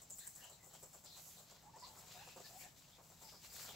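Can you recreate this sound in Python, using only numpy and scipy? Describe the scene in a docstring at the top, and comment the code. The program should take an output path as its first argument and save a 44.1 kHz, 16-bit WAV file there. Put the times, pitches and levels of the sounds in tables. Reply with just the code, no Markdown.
"""A quiet carpeted room: two guinea pigs shift about in a plastic tray of shredded newspaper.
Nibbling, roughly ten bites a second, is bursts of fibre grains, each a crisp crunch over a hollow knock.
Grain beds rustle, narrow bands of grains scrape, clicks snap, and a few soft chuts are gliding raspy tones.
Decaying modes ring as the tray is bumped, and the rustle swells at the end as both animals scuffle.
A hand brushes the microphone in a swell of hiss, over rumble, a faint hum and steady hiss."""
import sys
import numpy as np
from scipy import signal
from scipy.fft import rfft, irfft, next_fast_len
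from scipy.io import wavfile
from scipy.ndimage import uniform_filter1d, map_coordinates

SR = 44100
rng = np.random.default_rng(int(sys.argv[2]) if len(sys.argv) > 2 else 0)


def to_wav(sig):
    """Store sig (one row per channel, or 1-D mono) as 16-bit WAV at the path in sys.argv[1].

    Samples outside -1..1 are clipped; the rate is SR.
    """
    pcm = np.clip(np.atleast_2d(sig), -1, 1) * 32767
    pcm = np.round(pcm).astype(np.int16)
    wavfile.write(sys.argv[1], SR, pcm.T)  # frames by channels


N = 165375
T = np.arange(N) / SR  # time of each sample [s]


def amp(db):
    """Decibels to gain."""
    return 10 ** (np.asarray(db) / 20)


def unit(x):
    """Scale to rms 1."""
    return x / np.sqrt(np.mean(x ** 2) + 1e-20)


def along(points, hz):
    """Read (frequency [Hz], value) points on a log frequency axis."""
    frequencies, values = np.transpose(points)
    return np.interp(np.log(hz + 1), np.log(frequencies + 1), values)


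def level(rows):
    """Gain envelope per sample from (time [s], level [dB]) rows."""
    return amp(np.interp(T, *np.transpose(rows)))


def wobble(rate):
    """A smooth random curve with rate knots a second."""
    knots = rng.standard_normal(int(N * rate / SR) + 4)
    return map_coordinates(knots, [T * rate])


def filtered(x, response):
    """Shape the spectrum of x by a gain that depends on frequency."""
    size = next_fast_len(N + SR // 2)
    spectrum = rfft(x, size) * response(np.fft.rfftfreq(size, 1 / SR))
    return irfft(spectrum, size)[..., :N]


def colour(x, points, size=2048):
    """EQ by a causal, minimum-phase filter of unit energy with the given spectrum."""
    cepstrum = irfft(np.log(amp(along(points, np.fft.rfftfreq(size, 1 / SR)))))
    # folding the cepstrum forward in time makes the filter causal
    cepstrum[1:size // 2] *= 2
    cepstrum[size // 2 + 1:] = 0
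    impulse = irfft(np.exp(rfft(cepstrum)))
    return signal.fftconvolve(x, impulse[None] / np.linalg.norm(impulse), axes=1)[:, :N]


def spread(pair, width, left_db):
    """Pan two signals as middle and side; left_db leans the image to the left."""
    mid, side = pair
    balance = amp([[left_db / 2], [-left_db / 2]])
    return np.array([mid + width * side, mid - width * side]) * balance


def grains(rate, scatter_db, smooth):
    """Tiny fibre clicks of uneven size over smooth friction noise, as middle and side."""
    hits = rng.random(N) < rate / SR
    sizes = hits * amp(scatter_db * np.minimum(rng.exponential(size=N), 4))
    clicks = unit(sizes * rng.standard_normal((2, N)))
    return unit(clicks + smooth * rng.standard_normal((2, N)))


def patchy(x, depth_db):
    """Random patches of time and frequency shift the colour from strip to strip."""
    z = signal.stft(x, nperseg=512)[2]
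    field = uniform_filter1d(rng.standard_normal(z.shape[1:]), size=7, axis=0)
    field = uniform_filter1d(field, size=9, axis=1)
    return signal.istft(z * amp(depth_db * unit(field)), nperseg=512)[1][:, :N]


def burst(s, attack, hold, t60):
    """Envelope from time s: exponential attack, then release after the hold, all in seconds."""
    t = np.maximum(T - s, 0)
    return (1 - np.exp(-t / attack)) * amp(-60 * np.maximum(t - hold, 0) / t60)


def crumple(depth_db):
    """Fibres give way in clumps a few milliseconds long, with softer gaps between."""
    return unit(amp(depth_db * np.tanh(wobble(260))))


# bites before the layer trims: (time [s], crunch level [dB], hollow knock level [dB])
BITE_TIMES = [(0.014, -54, -69.5), (0.098, -50.5, -70.5), (0.186, -53, -78), (.27, -59, -87),
              (0.35, -54.5, -75.5), (.436, -55.5, -64), (0.495, -56.5, -65.5), (.532, -62, -83),
              (0.628, -57.5, -71), (0.659, -65, -77), (0.731, -54.5, -62.5), (0.826, -53.5, -63),
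              (.931, -54, -64), (1.037, -53.5, -65.5), (1.164, -54, -62.5), (1.263, -62, -67),
              (1.379, -55.5, -65), (1.499, -59.5, -66), (1.626, -64.5, -67.5), (1.755, -60.5, -65.5),
              (1.795, -59, -88), (1.865, -58.5, -68), (1.962, -59, -61.5), (2.015, -74, -65),
              (2.069, -57, -66.5), (2.146, -67, -62.5), (2.264, -58, -61.5), (2.36, -56, -65),
              (2.397, -60.5, -82), (2.485, -73, -72), (2.524, -57.5, -69), (2.6, -59, -72),
              (2.641, -59, -68.5), (2.876, -68, -71), (2.98, -69, -63), (3.098, -61, -66),
              (3.213, -58, -62.5), (3.319, -64, -62), (3.427, -58, -65), (3.64, -61, -66),
              (3.68, -70, -64.5)]
# spectrum of the crisp crunch: (frequency [Hz], relative level [dB])
CRUNCH_COLOUR = [(1500, -33.5), (4000, -24.5), (5800, -13.5), (6800, -6.5), (7400, 1), (7950, -4.5),
                 (8700, -17.5), (11000, -23.5), (15800, -13)]
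# hollow spectrum, shared by knocks, feet and tray scuffs: (frequency [Hz], relative level [dB])
HOLLOW_COLOUR = [(150, -29.5), (330, -5), (520, 0), (720, 1.5), (1000, -1.5), (1350, -6), (1650, -13),
                 (2500, -21.5), (5000, -31)]


def nibbling():
    """Each bite is a short crunch of tiny fractures with a soft hollow knock."""
    crisp = sum(amp(db) * burst(s, attack=0.0024, hold=0.014, t60=0.2) for s, db, _ in BITE_TIMES)
    dull = sum(amp(db) * burst(s, attack=0.0021, hold=0.022, t60=0.13) for s, _, db in BITE_TIMES)
    crunch = colour(crisp * grains(rate=1800, scatter_db=0, smooth=0.6), CRUNCH_COLOUR)
    knock = colour(dull * grains(rate=2000, scatter_db=-1, smooth=1.0), HOLLOW_COLOUR)
    crunch = amp(-6.5) * spread(crunch, width=0.66, left_db=3.5)
    return crunch + amp(-2.0) * spread(knock, width=0.11, left_db=1.0)


# paper rustle envelopes, middle and treble, before trims: (time [s], level [dB])
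RUSTLE_MID_LEVEL = [(0.0, -70), (0.152, -78.5), (0.216, -71), (0.315, -75.5), (0.438, -68.5), (.56, -75),
                    (0.668, -74.5), (0.738, -69), (1.034, -76), (1.05, -75), (1.08, -70), (1.188, -67),
                    (1.226, -70), (1.366, -68.5), (1.372, -74), (1.47, -71.5), (1.504, -65.5), (1.652, -77),
                    (1.846, -68), (1.952, -69.5), (1.988, -64.5), (2.06, -68.5), (2.12, -61.5),
                    (2.27, -65.5), (2.34, -65), (2.432, -70), (2.464, -62), (2.552, -66.5), (2.62, -63.5),
                    (2.694, -69), (2.746, -77), (2.768, -69.5), (2.95, -70.5), (3.06, -75), (3.296, -67),
                    (3.412, -71.5), (3.448, -56), (3.48, -68), (3.606, -56), (3.645, -58), (3.675, -57),
                    (3.694, -60.5), (3.75, -58.5)]
RUSTLE_TREBLE_LEVEL = [(0, -69.5), (.08, -77), (.11, -66), (.17, -64), (.2, -62.5), (.255, -63.5),
                       (.285, -62), (.335, -70), (.36, -66.5), (0.4, -65.5), (0.45, -68), (0.59, -77),
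                       (0.68, -67), (0.72, -70.5), (0.85, -67), (0.99, -73), (1.22, -65), (1.4, -67),
                       (1.43, -71.5), (1.7, -78), (1.97, -68), (1.99, -62), (2.04, -69.5), (2.21, -66),
                       (2.44, -70.5), (2.47, -62), (2.55, -67), (2.61, -58), (2.7, -74.5), (2.75, -74),
                       (2.78, -70), (2.85, -72.5), (3.01, -76), (3.04, -66.5), (3.06, -70.5), (3.19, -70.5),
                       (3.23, -63), (3.35, -68.5), (3.4, -71.5), (3.45, -65), (3.505, -65), (3.53, -60.5),
                       (3.59, -58.5), (3.71, -60), (3.75, -65)]
# feet shuffling on the tray floor, before trim: (time [s], level [dB])
SHUFFLE_LEVEL = [(0.0, -76), (0.18, -76.5), (.45, -68.5), (.58, -76), (0.72, -71), (1.07, -74),
                 (1.3, -73.5), (1.6, -71), (1.73, -72.5), (1.86, -64.5), (2.03, -68.5), (2.15, -64.5),
                 (2.22, -64.5), (2.33, -73), (2.44, -66), (2.53, -68), (2.66, -69.5), (2.76, -74.5),
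                 (2.92, -78), (3.01, -69), (3.08, -75), (3.17, -75), (3.28, -67), (3.41, -78),
                 (3.54, -65.5), (3.67, -60.5), (3.75, -65)]
# spectra of the middle and treble rustle: (frequency [Hz], relative level [dB])
MID_COLOUR = [(700, -23.5), (1300, -9.5), (2200, -2.5), (3200, -0.5), (4200, 2), (5500, -0.5), (7000, -2),
              (9000, -26.5)]
TREBLE_COLOUR = [(3000, -23.5), (5500, 0), (6600, 3), (7450, 10.5), (7900, 8), (8600, -3.5), (10000, -1),
                 (12000, 1.5), (15800, 3.5)]


def rustle():
    """Shredded paper crinkles under the animals, whose feet shuffle on the tray."""
    mid = patchy(grains(rate=3000, scatter_db=-0.5, smooth=1.0), depth_db=1.5)
    mid = colour(mid, MID_COLOUR) * level(RUSTLE_MID_LEVEL)
    mid = mid * amp(-1.0 + 2.17 * wobble(45)) * crumple(depth_db=0.5)

    treble = colour(grains(rate=3000, scatter_db=-3.5, smooth=2.5), TREBLE_COLOUR)
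    treble = treble * level(RUSTLE_TREBLE_LEVEL)
    treble = treble * amp(3.0 + 1.37 * wobble(32)) * crumple(depth_db=1.5)

    feet = colour(grains(rate=700, scatter_db=2, smooth=0.58), HOLLOW_COLOUR)
    feet = feet * level(SHUFFLE_LEVEL) * amp(-5.0 + 1.5 * wobble(25.1))

    paper = spread(mid, width=0.39, left_db=2.0) + spread(treble, width=0.39, left_db=4.5)
    return paper + spread(feet, width=0.052, left_db=-0.7)


# strips scraping, before trim:
# (time [s], length [s], pitch [Hz], half-width of the band [share of pitch], level [dB])
SCRAPE_TIMES = [(0.113, 0.051, 7200, 0.076, -49), (0.191, 0.08, 4000, .12, -60),
                (0.2, 0.12, 1810, 0.14, -62.5), (0.327, 0.044, 6500, .05, -62),
                (0.36, 0.13, 1770, 0.12, -65.5), (0.592, 0.081, 2040, 0.063, -69.5),
                (0.407, 0.11, 2950, 0.095, -58.5), (0.516, 0.064, 4100, .1, -64),
                (0.70, 0.11, 3080, 0.06, -68), (1.05, 0.085, 4430, 0.25, -57.5),
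                (1.097, 0.13, 4060, 0.11, -58), (1.365, 0.057, 4100, 0.17, -59.5),
                (1.776, 0.14, 4930, 0.14, -60.5), (1.831, 0.074, 4350, 0.13, -54.5),
                (2.168, 0.12, 1640, 0.12, -63.5), (2.146, 0.091, 3800, 0.072, -61),
                (2.15, 0.28, 2680, 0.085, -62.5), (2.436, 0.075, 4660, 0.15, -56),
                (2.441, 0.05, 1750, 0.017, -63), (2.589, 0.088, 2350, 0.16, -58.5),
                (2.594, .06, 4600, .14, -61.5), (2.615, 0.09, 1760, 0.062, -64),
                (2.914, 0.068, 3540, 0.099, -65.5), (3.23, 0.21, 5050, 0.12, -59.5),
                (3.49, .09, 4870, .1, -61), (3.571, 0.058, 4300, 0.14, -57),
                (3.593, 0.12, 1400, 0.19, -62.5), (3.677, 0.049, 3420, 0.14, -52)]


def scrapes():
    """A strip sliding on another sings briefly in one narrow band of grain noise."""
    out = np.zeros((2, N))
    for s, length, hz, width, db in SCRAPE_TIMES:
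        noise = grains(rate=1500, scatter_db=0.5, smooth=0.78)
        band = filtered(noise, lambda f: 1 / (1 + np.abs((f - hz) / (width * hz)) ** 3.3))
        u = np.clip((T - s) / length, 0, 1)  # progress through the scrape
        swell = np.abs(np.sin(np.pi * u ** 0.61)) ** 0.99
        out += amp(db) * unit(band * crumple(depth_db=0)) * swell
    return amp(-6.0) * spread(out, width=0.6, left_db=2.0)


# sharp snaps, and crackles of trodden paper, before trims: (time [s], level [dB])
SNAP_TIMES = [(.0184, -50), (.0314, -53), (.1005, -46), (.1057, -44), (.1845, -41), (.19, -41.5),
              (.1935, -44), (.2697, -40.5), (.2753, -36.5), (.2785, -46), (.3526, -48), (.3604, -45),
              (.4424, -49), (.4978, -49.5), (.6629, -52), (.7427, -52.5), (.828, -51.5), (.8344, -50),
              (.9308, -54)]
CRACKLE_TIMES = [(3.4465, -51), (3.5245, -52), (3.5645, -45), (3.597, -43), (3.618, -47), (3.691, -44.5)]
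# spectra of a snap and a crackle: (frequency [Hz], relative level [dB])
SNAP_COLOUR = [(1500, -18), (4500, -27), (6500, -26), (7400, -4), (7900, 4.5), (8800, -10.5), (11000, -15),
               (15800, -20)]
CRACKLE_COLOUR = [(500, -16), (1500, 8.5), (4500, -8), (6300, -27), (7700, -10), (9000, -1.5),
                  (15800, -0.5)]


def snaps(rows, points, t60):
    """A fibre breaks with one click and a short splintering noise tail."""
    clicks = np.zeros((2, N))
    for s, db in rows:
        clicks[:, round(s * SR)] = amp(db + 12.0) * np.array([1, 0.6])  # middle, side
    tail = sum(amp(db - 9.0) * burst(s, attack=0.00079, hold=0.0012, t60=t60) for s, db in rows)
    return colour(clicks + tail * rng.standard_normal((2, N)), points)


def crinkles():
    """Now and then a strip buckles with a separate small tick, following the middle rustle."""
    ticks = colour(grains(rate=90, scatter_db=2.5, smooth=0), CRACKLE_COLOUR)
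    return spread(ticks * level(RUSTLE_MID_LEVEL) * amp(-12.0), width=1.0, left_db=-3.0)


# calls, before the rasp: (time [s], length [s], base pitch [Hz], final rise [share of pitch],
# level [dB], overtone relative to the fundamental [dB])
CHUT_TIMES = [(1.652, 0.053, 846, 0.42, -60, -20), (1.734, 0.044, 903, 0.28, -55, -16),
              (1.821, .033, 1015, 0.15, -52, -18), (1.854, 0.034, 1015, 0.098, -63, -16),
              (1.894, 0.035, 930, -0.091, -59, -22), (2.142, 0.05, 745, 0.036, -60.5, -17),
              (2.194, .046, 825, 0.35, -58.5, -28), (2.492, .045, 720, -.02, -63.5, -28),
              (2.542, 0.045, 765, 0.14, -55.5, -28), (2.629, 0.047, 740, 0.26, -61.5, -21),
              (3.237, 0.057, 930, -0.12, -63, -28)]
CHUT_RISE_CURVE = 3.5  # exponent: higher leaves the flick later
CHUT_SAG = 0.047  # share by which the pitch sags before the flick
CHUT_RASP = 0.34  # depth of breathy flutter in the tone


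def chuts():
    """Soft, slightly raspy calls that sag, swell and flick at the end, mostly upward."""
    out = np.zeros(N)
    for s, length, hz, rise, db, overtone_db in CHUT_TIMES:
        u = np.clip((T - s) / length, 0, 1)  # progress through the call
        glide = 1 - CHUT_SAG * np.sin(np.pi * u) + rise * u ** CHUT_RISE_CURVE
        pitch = hz * (glide + 0.0126 * wobble(250))
        phase = 2 * np.pi * np.cumsum(pitch) / SR
        swell = np.abs(np.sin(np.pi * u ** 1.1)) ** 0.55
        out += amp(db) * swell * (np.sin(phase) + amp(overtone_db) * np.sin(2 * phase))
    # a complex flutter roughens both loudness and phase
    rasp = 1 + CHUT_RASP * (wobble(420) + 1j * wobble(420)) / 2
    return np.real(signal.hilbert(out) * rasp) * amp([[-0.3], [0.3]])


# foot bumps, before the mode levels and scuff trim: (time [s], level [dB])
BUMP_TIMES = [(0.669, -61), (.828, -56.5), (0.933, -75), (1.762, -59), (1.782, -63), (2.361, -49.5),
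              (2.372, -50.5), (2.398, -51), (3.556, -70), (3.684, -60), (3.742, -55.5)]
# resonances of the plastic tray: (frequency [Hz], relative level [dB], decay time t60 [s])
TRAY_MODES = [(171, -8.5, 0.066), (290, -6.5, 0.046), (411, -2, 0.062), (517, 2, 0.064), (676, 3.5, 0.023),
              (895, -9, .04), (1170, -14, .04)]


def bumps():
    """A foot thumps the plastic tray, ringing its modes, and scuffs on over its floor."""
    ring = np.zeros(N)
    for s, db in BUMP_TIMES:
        for hz, mode_db, t60 in TRAY_MODES:
            decay = burst(s, attack=0.0017, hold=0, t60=t60)
            ring += amp(db + mode_db) * decay * np.sin(2 * np.pi * hz * (T - s))
    slide = sum(amp(db) * burst(s, attack=0.0039, hold=0.0057, t60=0.058) for s, db in BUMP_TIMES)
    scuff = colour(slide * rng.standard_normal((2, N)), HOLLOW_COLOUR)
    return ring + amp(-11) * spread(scuff, width=0.16, left_db=-5)


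# spectrum of the hand's brush: (frequency [Hz], relative level [dB])
BRUSH_COLOUR = [(3000, -23), (6500, -1), (7800, -2), (9000, -12), (12000, -0.5), (15800, -11)]


def handling():
    """A hand brushes past the right microphone port: one swell of grainy hiss."""
    hiss = colour(grains(rate=5400, scatter_db=2, smooth=1.2), BRUSH_COLOUR)
    hiss = hiss * burst(1.106, attack=0.07, hold=0.18, t60=0.65)
    return amp(-61.0) * spread(hiss, width=0.54, left_db=-6)


# decay of the room tail: (frequency [Hz], decay time t60 [s])
ROOM_DECAY = [(200, 0.12), (2000, 0.31), (8000, 0.24), (15000, 0.12)]


def room(x):
    """A short noise tail from the walls, decaying by frequency and different at each port."""
    hz, t, z = signal.stft(rng.standard_normal((2, SR // 3)), SR, nperseg=256)
    decay = amp(-60 * t / along(ROOM_DECAY, hz)[:, None])
    tail = signal.istft(z * decay, SR, nperseg=256)[1]
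    delayed = np.pad(x, ((0, 0), (200, 0)))  # 200 samples of pre-delay
    return signal.fftconvolve(delayed, tail / np.linalg.norm(tail[0]), axes=1)[:, :N]


# room rumble envelope: (time [s], level [dB])
RUMBLE_ENVELOPE = [(0, -73), (1.2, -72), (1.8, -70.5), (2.48, -71), (2.63, -67), (2.9, -72.5), (3.1, -72),
                   (3.22, -71.5), (3.35, -71.5), (3.7, -67.5)]
# spectra of the rumble, before its low-pass, and of the hiss: (frequency [Hz], relative level [dB])
RUMBLE_COLOUR = [(13, -36), (22, -10), (109, 0), (162, 1), (205, -5.5), (330, -12), (430, -38), (730, -120)]
AIR_COLOUR = [(100, -3), (300, -1.5), (700, 2.5), (1500, -6.5), (3000, -10), (6000, -5), (7600, -6.5),
              (9000, -24), (15800, -16.5)]
# hum tones: (frequency [Hz], rms level [dB])
HUM_TONES = [(58, -89.5), (158, -82)]


def background():
    """Low room rumble, a faint hum of drifting phase, and microphone hiss."""
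    rumble = filtered(rng.standard_normal((2, N)),
                      lambda f: amp(along(RUMBLE_COLOUR, f)) / (1 + (f / 380) ** 6))
    rumble = unit(rumble) * level(RUMBLE_ENVELOPE)
    hum = np.zeros(N)
    for hz, db in HUM_TONES:
        hum += amp(db) * np.sqrt(2) * np.sin(2 * np.pi * hz * T + 1.0 * wobble(5.67))
    air = amp(-74.0) * colour(rng.standard_normal((2, N)), AIR_COLOUR)
    return spread(rumble, width=0.27, left_db=0.0) + hum + spread(air, width=0.6, left_db=1.0)


def scene():
    """The tray and its animals with their room tail, then the hand and the background."""
    cracks = snaps(SNAP_TIMES, SNAP_COLOUR, t60=0.012)
    cracks = cracks + snaps(CRACKLE_TIMES, CRACKLE_COLOUR, t60=0.0055)
    tray = nibbling() + rustle() + scrapes() + crinkles() + chuts() + bumps()
    tray = tray + spread(cracks, width=1.0, left_db=-5.5)
    return tray + amp(-9) * room(tray) + handling() + background()


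TOP_HZ = 15760  # upper band limit [Hz]


def record(dry):
    """The camera keeps nothing above its band limit."""
    return filtered(dry, lambda hz: hz < TOP_HZ)


dry = scene()
out = record(dry)
to_wav(out)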